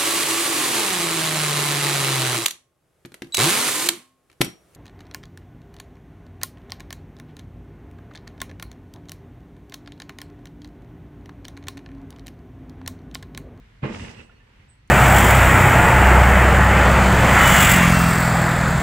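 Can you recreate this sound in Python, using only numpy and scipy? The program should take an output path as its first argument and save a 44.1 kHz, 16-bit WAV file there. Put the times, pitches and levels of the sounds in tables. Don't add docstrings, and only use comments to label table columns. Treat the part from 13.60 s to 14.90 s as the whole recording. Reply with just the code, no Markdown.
import sys
import numpy as np
from scipy import signal
from scipy.fft import rfft, irfft, next_fast_len
from scipy.io import wavfile
from scipy.ndimage import map_coordinates

SR = 44100
rng = np.random.default_rng(int(sys.argv[2]) if len(sys.argv) > 2 else 0)


def to_wav(sig):
    pcm = np.clip(np.atleast_2d(sig), -1, 1) * 32767
    pcm = np.round(pcm).astype(np.int16)
    wavfile.write(sys.argv[1], SR, pcm.T)


def voltage_ratio(level):
    return 10 ** (np.asarray(level, float) / 20)


N = 57330
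TIME = np.arange(N) / SR


def unit(x):
    return x / np.sqrt(np.mean(x ** 2) + 1e-20)


def along(points, hz):
    table_hz, values = np.transpose(points)
    return np.interp(np.log(hz + 1), np.log(table_hz + 1), values)


def curves(rows):
    times, *columns = np.transpose(rows)
    return [np.interp(TIME, times, column) for column in columns]


def wobble(rate):
    return map_coordinates(rng.standard_normal(400), [TIME * rate])


def filtered(x, response):
    size = next_fast_len(N + SR // 2)
    hz = np.fft.rfftfreq(size, 1 / SR)
    return irfft(rfft(x, size) * response(hz), size)[..., :N]


# (frequency [Hz], likeness [-1 to 1])
LIKENESS = [(40, .999), (90, 0.98), (180, 1), (350, 0.25), (700, 0.024), (1400, 0.065), (2800, 0.086),
            (6000, 0.036)]


def rush(spectrum, grit_db=0.):
    pair = rng.standard_normal((2, N)) * voltage_ratio(grit_db * wobble(250))

    def middle_and_side(hz):
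        angle = np.arccos(np.clip(along(LIKENESS, hz), -1, 1)) / 2
        return voltage_ratio(along(spectrum, hz)) * [np.cos(angle), np.sin(angle)]

    mid, side = filtered(pair, middle_and_side)
    return unit(np.array([mid + side, mid - side]))


def echoes(x, t60):
    t = TIME[:SR // 2]
    tail = rng.standard_normal((2, len(t))) * voltage_ratio(-60 * t / t60)
    tail = tail / np.linalg.norm(tail[0])
    return signal.fftconvolve(x[None], tail, axes=1)[:, :N]


# (time [s], level [dB])
ROLLING_LEVEL = [(0, -50.5), (.1, -55), (.2, -56), (.8, -58), (.93, -58.5), (1.03, -56.5), (1.17, -59),
                 (1.3, -57.5)]
# (frequency [Hz], relative level [dB per Hz])
RUMBLE_SPECTRUM = [(18, -31), (30, 0), (47, 4), (70, -4.5), (129, -6.5), (151, -15.5), (257, -19),
                   (350, -52.5), (460, -50), (770, -120)]
# (frequency [Hz], relative level [dB per Hz])
AIR_SPECTRUM = [(180, -6), (300, -3.5), (354, -5), (431, -6), (696, -11), (936, -6.5), (1160, -9.5),
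                (1590, -7), (2140, -6), (2520, -10.5), (2830, -10.5), (4410, -19), (15500, -39.5)]


def background():
    rolling_db, = curves(ROLLING_LEVEL)
    rumble = voltage_ratio(rolling_db + 4.5 + 1.1 * wobble(5.1)) * rush(RUMBLE_SPECTRUM)
    left_right_db = np.array([[-.9], [.9]])
    hiss = voltage_ratio(-60.5 + 1.65 * wobble(4.13) + left_right_db) * rush(AIR_SPECTRUM)
    return rumble + hiss


# (time [s], clatter level [dB], rattle level [dB], scrape level [dB])
JOLT_LEVELS = [(.215, -69, -81, -88), (.227, -43.5, -48.5, -71.5), (.238, -30, -39, -65),
               (.254, -34.5, -40.5, -58.5), (.28, -38, -44, -58), (.31, -44, -45, -56.5),
               (.35, -39, -43.5, -50), (.385, -44.5, -51, -53), (.41, -43.5, -44, -51.5),
               (.49, -45.5, -47.5, -54), (.515, -47.5, -51, -54), (.558, -51, -54, -65),
               (.605, -52, -50.5, -61.5), (.635, -55, -58, -68.5), (.67, -62, -73, -75),
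               (.73, -60.5, -65, -81), (.79, -67.5, -100, -87), (.9, -67.5, -77, -100),
               (.97, -77, -71, -96), (1.01, -67, -65, -83), (1.04, -84, -70, -83), (1.08, -90, -78, -85)]
# (time [s], level [dB])
SHUDDER_LEVEL = [(.22, -70), (.26, -41), (.31, -37), (.37, -36), (.42, -37), (.49, -39), (.51, -45),
                 (.6, -45), (.66, -56), (.75, -55), (.88, -70)]
# (frequency [Hz], relative level [dB per Hz])
SHUDDER_SPECTRUM = [(18, -36), (30, -1), (113, 1), (135, -9), (166, -1), (188, -4), (220, -1.5),
                    (343, -15.5), (450, -21.5), (580, -27), (990, -120)]
# (frequency [Hz], relative level [dB per Hz])
CLATTER_SPECTRUM = [(220, -12.5), (380, -3), (480, -1), (657, -9.5), (931, -5.5), (1420, -14.5),
                    (1600, -13.5), (2080, -13.5), (3520, -120)]
# (frequency [Hz], relative level [dB per Hz])
RATTLE_SPECTRUM = [(820, -34), (1400, -8.5), (2020, -2.5), (2300, -3.5), (2530, -1.5), (2840, -2),
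                   (3050, -6.5), (3900, -14.5), (5070, -27.5), (8580, -120)]
# (frequency [Hz], relative level [dB per Hz])
SCRAPE_SPECTRUM = [(2120, -11), (3600, -2), (4460, -2.5), (4820, 4), (6460, 0), (7760, -2.5), (9490, -11),
                   (11000, -24), (15500, -41)]


def jolt():
    during = (TIME > JOLT_LEVELS[0][0]) & (TIME < JOLT_LEVELS[-1][0])
    clatter, rattle, scrape = voltage_ratio(curves(JOLT_LEVELS)) * during
    shudder = voltage_ratio(curves(SHUDDER_LEVEL)[0]) * (TIME > SHUDDER_LEVEL[0][0])
    return (shudder * rush(SHUDDER_SPECTRUM)
            + clatter * rush(CLATTER_SPECTRUM, grit_db=2.0)
            + rattle * rush(RATTLE_SPECTRUM, grit_db=2.0)
            + scrape * rush(SCRAPE_SPECTRUM, grit_db=1.0))


# (time [s], singing level [dB], squeal level [dB], whine level [dB])
SINGING_LEVELS = [(.22, -92, -105, -100), (.3, -67, -92.5, -82), (.4, -53, -65, -69.5),
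                  (.46, -52, -59.5, -80), (.52, -55.5, -76, -82), (.55, -60, -74, -70),
                  (.59, -54, -67, -71), (.67, -64, -75, -75), (.70, -66.5, -88, -86),
                  (.75, -68.5, -84, -74), (.8, -66, -91, -80.5), (.83, -74.5, -88, -92),
                  (1.3, -75, -100, -79)]
# (pitch [Hz], resonance width [Hz], relative level [dB])
SINGING_PARTS = [(2010, 30, -5), (2616, 55, 0), (2815, 40, 0), (5696, 40, -13)]
# (pitch [Hz], resonance width [Hz], relative level [dB])
SQUEALING_PARTS = [(7945, 15, 0), (8040, 25, -5), (9157, 40, -10)]
# (pitch [Hz], resonance width [Hz], relative level [dB])
WHINING_PART = [(4344, 15, 0)]


def singing():
    def ring(parts):
        def resonances(hz):
            return sum(voltage_ratio(db) * 1j * hz * width / (pitch * pitch - hz * hz + 1j * hz * width)
                       for pitch, width, db in parts)
        shaking = rush([(100, 0.016), (9000, 0.0052)])
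        return unit(filtered(shaking, resonances))

    sing, squeal, whine = voltage_ratio(curves(SINGING_LEVELS))
    return sing * ring(SINGING_PARTS) + squeal * ring(SQUEALING_PARTS) + whine * ring(WHINING_PART)


# (time [s], strength [dB], pitch that the struck spot favours [Hz])
FRAME_BLOWS = [(.2225, -33, 150), (.230, -17.5, 140), (.2531, -21, 205), (.2995, -22.5, 205),
               (.9975, -43, 110), (.2365, -25, 330), (.288, -38, 500), (.343, -34, 100), (.36, -39, 210),
               (.262, -30, 80), (.398, -33, 115), (.478, -36, 125), (.59, -42, 200), (.615, -47, 220),
               (.248, -38, 600), (.232, -46, 900), (.245, -49, 2100), (.256, -45, 1150), (.283, -53, 2050)]
# (pitch [Hz], relative level [dB], time to fade by 60 dB [s])
FRAME_MODES = [(78, -3, .15), (97, -2, .15), (137, 2, .11), (168, -4, .12), (208, 1.5, .125),
               (233, -7, .12), (262, -8, .12), (318, 0, .15), (430, 0, .15), (512, 0, .15), (607, 3, .13),
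               (750, 2, .1), (836, 6, .12), (958, 8, .1), (1070, 9, .15), (1200, 8, .2), (1555, 13, .2),
               (1960, 12, .2), (2083, 13, .2), (2433, 20, .15), (3031, 12, .12)]


def blows():
    favour_db_per_octave, swell_s, push_s = 16, .0025, .001
    out, t = np.zeros(N + SR), TIME[:SR // 2]
    for start, strength_db, spot_hz in FRAME_BLOWS:
        ring = np.zeros(len(t))
        for hz, mode_db, t60 in FRAME_MODES:
            octaves_away = abs(np.log2(hz / spot_hz))
            level_db = mode_db + rng.normal(0, 1.5) - favour_db_per_octave * octaves_away
            ring += voltage_ratio(level_db - 60 * t / t60) * np.sin(2 * np.pi * hz * t)
        swell = 1 - np.exp(-t / swell_s)
        out[round(start * SR):][:len(t)] += voltage_ratio(strength_db) * ring * swell
    return filtered(out[:N], lambda hz: 1 / (1 + 1j * hz * push_s))


# (time [s], ring level [dB], pitch [Hz], ring time to fade by 60 dB [s],
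# crack level before its tone is shaped [dB])
LIGHT_CLICKS = [(.2305, -43, 2450, .12, -46), (.2427, -40, 2500, .03, -38), (.3964, -39, 2800, .06, -37),
                (.448, -44, 2700, .03, -40), (.496, -48, 2000, .03, -46), (.572, -47, 2790, .05, -52),
                (.590, -44, 2640, .12, -50), (.346, -39, 2200, .05, -33), (.6945, -40.5, 1420, .035, -57),
                (.713, -52, 1750, .08, -58), (.801, -52, 1780, .11, -63), (1.022, -53, 2110, .09, -64)]
# (frequency [Hz], gain [dB])
CRACK_TONE = [(400, -37), (1200, 5.5), (2200, 11.5), (3500, 7), (5000, -24), (10000, -19.5), (15000, -42)]


def clicks():
    crack_t60 = .022
    rings, cracks, t = np.zeros(N + SR), np.zeros(N + SR), TIME[:SR // 5]
    for start, ring_db, hz, t60, crack_db in LIGHT_CLICKS:
        ring = sum(share * np.sin(2 * np.pi * hz * ratio * t)
                   for ratio, share in [(1, .85), (.56, .15), (1.17, .2)])
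        swell = 1 - np.exp(-t / 0.0014)
        first = round(start * SR)
        rings[first:][:len(t)] += voltage_ratio(ring_db - 60 * t / t60) * ring * swell
        cracks[first:][:len(t)] += voltage_ratio(crack_db - 60 * t / crack_t60) * rng.standard_normal(len(t))
    return rings[:N] + filtered(cracks[:N], lambda hz: voltage_ratio(along(CRACK_TONE, hz)))


# (frequency [Hz], difference [dB])
RIGHT_OVER_LEFT = [(100, 0.5), (300, 2.5), (600, 3), (1200, 2.5), (2500, 5.5), (6000, 6.5), (12000, 4.5)]


def carriage():
    struck = blows() + clicks()
    returned = filtered(echoes(struck, t60=0.094), lambda hz: 1 / (1 + (300 / (hz + 1)) ** 2))
    steel = struck + voltage_ratio(-10.0) * returned + jolt() + singing()
    side = np.array([[-.5], [.5]])

    def placing(hz):
        lag_s = .00008 / (1 + (300 / (hz + 1)) ** 2)
        return voltage_ratio(side * along(RIGHT_OVER_LEFT, hz)) * np.exp(2j * np.pi * hz * side * lag_s)

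    return filtered(steel, placing)


# (time [s], pitch [Hz], level [dB])
BIRD_CALL = [(1.078, 6500, -84), (1.085, 7850, -75), (1.093, 8400, -64), (1.1, 8150, -61),
             (1.107, 7880, -63), (1.119, 8020, -64), (1.132, 7750, -68), (1.135, 8400, -78),
             (1.14, 9300, -76), (1.146, 9800, -85), (1.155, 9300, -80), (1.162, 7700, -77)]


def bird():
    hz, db = curves(BIRD_CALL)
    during = (TIME > BIRD_CALL[0][0]) & (TIME < BIRD_CALL[-1][0])
    warble_hz = 55 * wobble(220)
    phase = 2 * np.pi * np.cumsum(hz + warble_hz) / SR
    call = np.sqrt(2) * voltage_ratio(db) * during * np.sin(phase)
    left_right_db = [[-7], [3]]
    return call * voltage_ratio(left_right_db) + echoes(call, t60=.22)


def tick():
    start_s, level_db, t60, low_hz = 1.2755, -53, .04, 5600
    t = TIME - start_s
    burst = (t > 0) * voltage_ratio(level_db - 60 * np.abs(t) / t60) * rng.standard_normal((2, N))
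    return filtered(burst, lambda hz: 1 / (1 + (low_hz / (hz + 1)) ** 16) / (1 + (hz / 10500) ** 5))


def scene():
    return background() + carriage() + bird() + tick()


def band_limit(x):
    return signal.sosfilt(signal.butter(12, 15610, fs=SR, output="sos"), x)


def record(dry):
    low_hz, top_hz = 36.4, 15700
    mix = filtered(dry, lambda hz: (hz < top_hz) * (1j * hz / (low_hz + 1j * hz)) ** 2)
    return band_limit(mix)


dry = scene()
out = record(dry)
to_wav(out)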